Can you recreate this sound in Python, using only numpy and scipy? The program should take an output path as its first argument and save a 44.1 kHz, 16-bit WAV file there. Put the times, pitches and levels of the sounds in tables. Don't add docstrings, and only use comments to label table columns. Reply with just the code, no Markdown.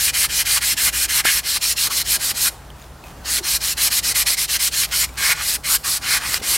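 import sys
import numpy as np
from scipy import signal
from scipy.fft import rfft, irfft, next_fast_len
from scipy.io import wavfile
from scipy.ndimage import uniform_filter1d, map_coordinates

SR = 44100
rng = np.random.default_rng(int(sys.argv[2]) if len(sys.argv) > 2 else 0)


def ratio_of_db(decibels):
    return 10 ** (np.asarray(decibels, float) / 20)


def output_pcm(signal):
    pcm = np.clip(np.atleast_2d(signal).T, -1, 1) * 32767
    wavfile.write(sys.argv[1], SR, np.round(pcm).astype(np.int16))


N = 289825


def unit(x):
    return x / np.sqrt(np.mean(x ** 2) + 1e-20)


def along(points, hz):
    f, v = np.transpose(points)
    return np.interp(np.log(hz + 1), np.log(f + 1), v)


def wobble(rate):
    coarse = np.arange(0, N + 64, 64)
    knots = rng.standard_normal(int(N * rate / SR) + 4)
    return np.interp(np.arange(N), coarse, map_coordinates(knots, [coarse * rate / SR]))


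def filtered(x, response):
    m = next_fast_len(N + 8192)
    return irfft(rfft(x, m) * response(np.fft.rfftfreq(m, 1 / SR)), m)[..., :N]


def coloured(x, spectrum):
    return filtered(x, lambda f: ratio_of_db(along(spectrum, f)))


def patchy(x, depth_db):
    z = signal.stft(x, nperseg=256)[2]
    field = uniform_filter1d(rng.standard_normal(z.shape), size=4, axis=0)
    field = uniform_filter1d(field, size=14, axis=1)
    return unit(signal.istft(z * ratio_of_db(depth_db * unit(field)), nperseg=256)[1][:N])


def grit(density, spread_db):
    hit = rng.random(N) < density
    return unit(hit * rng.standard_normal(N) * ratio_of_db(spread_db * rng.exponential(size=N)))


def rush():
    # frequency in Hz, level in dB per Hz.
    rush_spectrum = [(20, -20), (40, 5), (60, 4), (130, -4.5), (200, -5.5), (450, -9.5), (800, -7.5),
                     (1500, -12.5), (2200, -19.5), (4000, -23.5), (9000, -26.5), (15500, -32)]
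    # frequency in Hz, side level in dB under the middle.
    side_width = [(60, -31), (200, -18), (400, -11.5), (1000, -19.5), (15000, -6.5)]
    # time in seconds, level in dB.
    traffic_swell = [(0, -47), (1.5, -50.5), (2.36, -45), (2.78, -50.5), (3.3, -45), (3.7, -47),
                     (4.1, -46.5), (4.65, -52), (5.29, -46), (5.67, -50.5), (6.57, -42)]
    s, db = np.transpose(traffic_swell)
    mid = patchy(coloured(rng.standard_normal(N), rush_spectrum), depth_db=1.45)
    side = unit(coloured(rng.standard_normal(N), rush_spectrum))
    side = coloured(side, side_width)
    swell_db = 0.67 * np.interp(np.arange(N) / SR, s, db - db.mean())
    return ratio_of_db(-40.5 + swell_db) * np.array([mid + side, mid - side])


def engine():
    # time in seconds, third order of the engine in Hz, level in dB.
    idle_speed = [
        (0.0, 54.2, -40),
        (0.07, 56.8, -40.5),
        (1.41, 58.9, -46),
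        (2.36, 56.6, -44),
        (2.76, 58.5, -43.5),
        (4.76, 56.48, -43),
        (5.1, 58.6, -40),
        (5.29, 60.24, -44.5),
        (6.57, 59.9, -45),
    ]
    # multiple of the firing cycle, level in dB.
    orders = [(1, -43), (2, -13.5), (3, 2.5), (4, -8.5), (5, -13), (6, -22), (7, -6), (8, -16.5), (9, -15)]
    s, hz, db = np.transpose(idle_speed)
    t = np.arange(N) / SR
    turn = 2 * np.pi * np.cumsum(np.interp(t, s, hz) / 3) / SR
    tones = 0
    for k, level_db in orders:
        loudness = ratio_of_db(level_db + 2.1 * wobble(6.5))
        tones = tones + loudness * np.sin(k * turn + 1.22 * wobble(5))
    return np.sqrt(2) * ratio_of_db(np.interp(t, s, db) - 3.0) * tones


def wall(x):
    # frequency in Hz, time to fall 60 dB in seconds.
    decay_times = [(300, 0.16), (3000, 0.36), (12000, 0.32)]
    hz, t, z = signal.stft(rng.standard_normal(SR // 3), SR, nperseg=256)
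    fade = ratio_of_db(-60 * t / along(decay_times, hz)[:, None])
    tail = signal.istft(z * fade, SR, nperseg=256)[1]
    return signal.oaconvolve(x, tail / np.linalg.norm(tail))[:N]


def rustle():
    # centre in seconds, spread in seconds, level in dB.
    shifts = [
        (2.62, .12, -63),
        (2.82, .06, -51),
        (3.08, .04, -46),
        (3.22, .07, -54),
        (4.89, 0.027, -41),
        (5.09, 0.0075, -43),
        (5.15, .025, -44.5),
        (6.398, 0.0092, -37),
    ]
    t = np.arange(N) / SR
    gain = sum(ratio_of_db(db) * np.exp(-((t - s) / spread) ** 2) for s, spread, db in shifts)
    spectrum = [(900, -6), (2500, -1.5), (9000, -10.0), (15500, -9)]  # (Hz, dB)
    crackle = coloured(grit(density=0.077, spread_db=-3.5), spectrum)
    return gain * ratio_of_db(2.0) * unit(crackle)


def knocks():
    # start in seconds, peak in dB, pitch in Hz, time to fall 60 dB in seconds.
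    ticks = [(0.8295, -14, 5000, 0.0036), (1.289, -14, 3000, 0.0036), (2.3158, -12, 1920, 0.003),
             (2.7033, -31, 3140, 0.013), (2.7026, -41, 9500, 0.01), (2.8177, -35, 6700, 0.014),
             (2.8241, -35, 3800, .01), (3.0395, -36, 4300, .01), (2.8426, -42, 3400, .01),
             (3.04, -33.5, 2580, .025), (3.385, -17, 2230, .02), (4.3047, -7, 4970, 0.0094),
             (4.8351, -11, 2300, .012), (6.2699, -17, 5000, .004), (6.3432, -4, 4900, .008),
             (6.342, -10.5, 2020, 0.016)]
    # start in seconds, peak in dB, pitch in Hz, time to fall 60 dB and attack in seconds.
    bumps = [(1.2525, -6.5, 815, 0.0076, 0.00049), (1.2517, -16, 340, 0.012, .0005),
             (1.2543, -7, 1400, 0.016, .0005), (1.269, -18, 1700, 0.021, .001),
             (5.09, -27, 2300, 0.034, .005), (3.386, -22, 405, .08, .02), (3.405, -9.5, 352, 0.051, 0.028),
             (5.293, -18.5, 700, 0.014, .001), (5.305, -25.5, 433, 0.058, .008),
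             (3.05, -40, 2500, .07, .006), (6.415, -18, 455, 0.015, .001)]
    out, t = np.zeros(N + SR), np.arange(SR // 8) / SR
    for s, db, hz, t60 in ticks:
        crack = 0.31 * rng.standard_normal(len(t))
        tick = ratio_of_db(db - 60 * t / t60) * (np.sin(2 * np.pi * hz * t) + crack)
        out[round(s * SR):][:len(t)] += tick
    for s, db, hz, t60, attack in bumps:
        onset = 1 - np.exp(-t / attack)
        out[round(s * SR):][:len(t)] += ratio_of_db(db - 60 * t / t60) * onset * np.sin(2 * np.pi * hz * t)
    return out[:N]


def strokes():
    # start and end in seconds, pressure at the start and at the end in dB,
    # wood ring over the hiss in dB.
    steady_bout = [(-0.028, 0.119, -24, -21.0, -13), (0.122, 0.278, -24.0, -19.5, -9.5),
                   (0.278, 0.441, -29, -21.0, -9.5), (0.44, 0.601, -25.5, -20.0, -7.5),
                   (0.597, 0.753, -25.5, -20.5, -8.5), (0.756, 0.911, -24.5, -19.5, -8),
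                   (0.913, 1.073, -28, -22.0, -9.0), (1.072, 1.225, -27.5, -19.5, -7.5),
                   (1.234, 1.416, -18.5, -22, -8), (1.421, 1.592, -33.5, -20.5, -10),
                   (1.598, 1.748, -25.0, -21.5, -12), (1.753, 1.893, -24, -20.5, -11),
                   (1.888, 2.038, -27, -22.5, -11.5), (2.033, 2.183, -32.5, -19.0, -13.5),
                   (2.179, 2.335, -30, -22.0, -12), (2.327, 2.505, -33.5, -18.5, -14)]
    quick_bout = [(3.234, 3.409, -32.5, -21.0, -12), (3.418, 3.588, -30, -20, -11.5),
                  (3.593, 3.748, -28.5, -22.5, -12.5), (3.757, 3.899, -28, -19, -8.5),
                  (3.891, 4.013, -26.0, -19.5, -10.5), (4.017, 4.14, -26.5, -21.5, -10.5),
                  (4.133, 4.246, -25, -18.5, -10), (4.25, 4.365, -17.5, -23.0, -10.5),
                  (4.357, 4.471, -22.5, -22.5, -14.5), (4.467, 4.586, -28, -21.5, -10.0),
                  (4.58, 4.701, -22.5, -21, -11), (4.702, 4.869, -30.0, -20.5, -9.5),
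                  (4.9, 5.068, -24.5, -21.5, -10.5)]
    slow_bout = [(5.16, 5.345, -30.5, -18.5, -6.5), (5.32, 5.579, -40.5, -22.0, -14),
                 (5.623, 5.781, -34, -17.5, -10), (5.826, 5.994, -26, -22.0, -13),
                 (6.001, 6.197, -35.5, -20, -5.5), (6.178, 6.394, -37.5, -23.0, -5.5),
                 (6.408, 6.582, -32, -19.5, -9)]
    return np.array([*steady_bout, *quick_bout, *slow_bout])


def per_stroke(values, places):
    start, end = strokes().T[:2, :, None]
    times = np.maximum.accumulate((start + (end - start) * np.array(places)).ravel())
    return np.interp(np.arange(N) / SR, times, values.ravel())


def direction():
    return (-1.) ** np.arange(len(strokes()))[:, None]


def sliding():
    speed_up_s, slow_down_s = 0.024, 0.021
    stick_s, break_free_s, creep = 0.01, 0.0027, 0.6
    build_curve, arch_db = 2.05, 4
    force = np.full(N, 1e-6)
    for start, end, first_db, last_db, _ in strokes():
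        n = np.arange(max(int(start * SR) + 1, 0), min(int(end * SR), N))
        t = n / SR
        done = (t - start) / (end - start)
        speed = np.clip((t - start) / speed_up_s, 0, 1)
        speed *= np.clip((end - t) / slow_down_s, 0, 1) ** 1.34
        speed *= creep + (1 - creep) * np.clip((t - start - stick_s) / break_free_s, 0, 1)
        pressure_db = last_db + (first_db - last_db) * (1 - done) ** build_curve
        pressure_db += arch_db * 4 * done * (1 - done)
        force[n] += speed * ratio_of_db(pressure_db)
    return force


def grip():
    # time in seconds, favoured wood pitch in Hz, cupping in dB,
    # lowest modes left by the grip in dB.
    hand_path = [(0, 2150, 0, -9), (.6, 2220, -1, -4), (1.1, 1980, -1, -10), (1.3, 1860, 0.5, -4),
                 (1.65, 2350, 2, 6), (2.1, 2180, 0, 0), (2.4, 2000, -1.5, 1.5), (3.3, 1800, 1, -2),
                 (3.9, 2180, 0.5, 2), (4.3, 2280, 1, 4), (4.98, 2330, 0.5, -0.5), (5.2, 1500, 0, -3.5),
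                 (5.33, 1470, 1.5, -5.5), (5.5, 1850, -3, -3), (5.9, 1550, -2, 2.5), (6.12, 1570, 2, -4.5),
                 (6.3, 1850, -1.5, 3.5), (6.57, 2000, -1.5, 4)]
    s, wood_hz, cup_db, free_db = np.transpose(hand_path)
    t = np.arange(N) / SR
    cupping_db = np.interp(t, s, cup_db) - 0.3 * per_stroke(direction(), [.5])
    return np.interp(t, s, wood_hz), cupping_db, np.interp(t, s, free_db)


def resonate(x, hz, width):
    b, a = signal.iirpeak(hz, hz / (1.46 * width), SR)
    return unit(signal.lfilter(b, a, signal.lfilter(b, a, x)))


def modes(rub, table, favoured_hz, narrow_db, swell_db, loose_db):
    ring, total = 0, 1e-9
    for hz, width, db in table:
        off_pitch_db = narrow_db * np.log(hz / favoured_hz) ** 2
        freed_db = loose_db * np.clip((1700 - hz) / 400, 0, 1)
        share = ratio_of_db(db + swell_db * wobble(14) - off_pitch_db + freed_db)
        ring = ring + share * resonate(rub, hz, width)
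        total = total + share ** 2
    return ring / np.sqrt(total)


def grain_hiss(pace):
    # frequency in Hz, level in dB per Hz.
    grain_spectrum = [(500, -25.5), (1000, -16), (1450, -12.5), (1900, -7), (3200, -6), (3700, -4),
                      (4300, -3), (6300, -2.5), (8000, -2.5), (15500, -14)]
    hiss = patchy(coloured(grit(density=.6, spread_db=-0.1), grain_spectrum), depth_db=2.0)
    dull = uniform_filter1d(hiss, size=5)
    return dull + np.clip(3 * pace, 0, 1) ** 0.23 * (hiss - dull)


def fine_hiss():
    # frequency in Hz, level in dB per Hz.
    fine_spectrum = [(5500, -26.5), (7500, -3.5), (9000, -1.5), (11500, -1.5), (13700, -4.5), (15500, -14)]
    return patchy(coloured(grit(density=.6, spread_db=0.0), fine_spectrum), depth_db=2.1)


def handle_ring(hand_hz, free_db):
    # frequency in Hz, width in Hz, level in dB.
    bending_modes = [(864, 47, -5), (1165, 53, -17), (1302, 320, -2.5), (1491, 156, -2.5), (1625, 134, -2),
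                     (1763, 174, 1.5), (1913, 104, -5), (2100, 360, 5), (2396, 197, 0), (2726, 233, 4.5),
                     (2926, 146, 0.5), (3090, 230, -2)]
    # centre in seconds, spread in seconds,
    # lowest modes freed in dB, all modes lifted in dB.
    slack_moments = [(.095, 0.029, 7, 9.5), (0.251, 0.012, 15.5, 6), (.4, 0.036, -1, 5),
                     (.575, 0.017, 14, 5), (.88, .025, 13, 3), (1.2, .02, 7.5, 5), (1.29, 0.048, -7, 7.5),
                     (1.57, 0.013, 11, 3.5), (1.9, 0.036, 12.5, 1.5), (2.15, 0.023, 8, 5),
                     (2.47, 0.02, 5.5, 6.5), (3.27, 0.027, 9, -1.5), (3.84, 0.038, 3, -1),
                     (4.56, 0.018, -3, 6.5), (4.83, .03, 11.5, 2), (4.93, .02, 4, 5),
                     (5.04, 0.016, 11, 6.5), (5.25, 0.024, -5, 8.5), (5.32, 0.049, -3, 7.5),
                     (5.41, 0.037, 3.5, 12), (5.72, 0.047, 9.5, 1.5), (6.12, 0.046, -0.5, 6.5),
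                     (6.25, 0.033, 1, 5)]
    t = np.arange(N) / SR
    loose_db, lift_db = sum(np.outer(db, np.exp(-((t - at) / spread) ** 2))
                            for at, spread, *db in slack_moments)
    ring_db = 1.02 * (strokes()[:, 4:] + 10) + [9, 0, 5]
    wood_db = per_stroke(ring_db, [.25, .5, .8]) + lift_db
    sweep = 0.052 * per_stroke(direction() * [-1, 1], [.3, .7])
    wood = modes(grit(density=.25, spread_db=1.05), bending_modes, hand_hz * (1 + sweep),
                 narrow_db=32.5, swell_db=1.94, loose_db=loose_db + free_db)
    return ratio_of_db(wood_db - 12) * wood


def hand_hollow():
    # frequency in Hz, width in Hz, level in dB.
    hollow_modes = [(4263, 330, -5.5), (4630, 770, -0.5), (5200, 600, -3), (5830, 1150, -6.5)]
    hollow_hz = 4850 * (1 + 0.053 * per_stroke(direction(), [.5]))
    return modes(grit(density=0.28, spread_db=-0.9), hollow_modes, hollow_hz,
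                 narrow_db=123, swell_db=2.5, loose_db=0)


def sanding():
    force = sliding() * ratio_of_db(0.7 * wobble(45) + 0.2 * wobble(26))
    pace = force / force.max()
    hand_hz, cupping_db, free_db = grip()
    slow, fast = np.clip(pace ** -.12, 0, 3), pace ** 0.72
    hiss = ratio_of_db(-3.0) * grain_hiss(pace)
    fine = ratio_of_db(-0.48 * cupping_db - 0.5) * fast * fine_hiss()
    wood = slow * handle_ring(hand_hz, free_db)
    cup = ratio_of_db(cupping_db - 7) * hand_hollow()
    return force * (hiss + fine + wood + cup)


def scene():
    near = sanding() + knocks() + rustle()
    return near + ratio_of_db(-20.5) * wall(near) + engine() + rush()


def low_pass(x):
    return signal.sosfilt(signal.butter(12, 15980, fs=SR, output="sos"), x)


def record(dry):
    level = np.sqrt(np.abs(uniform_filter1d(dry[0] ** 2, size=441)))
    gain = uniform_filter1d(np.clip(level / ratio_of_db(-16.0), 1, None) ** -.4, size=441)
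    held = dry * gain
    held = held / (1 + np.abs(held / .95) ** 6) ** (1 / 6)
    top_hz = 15850
    return low_pass(filtered(held, lambda f: f < top_hz))


dry = scene()
out = record(dry)
output_pcm(out)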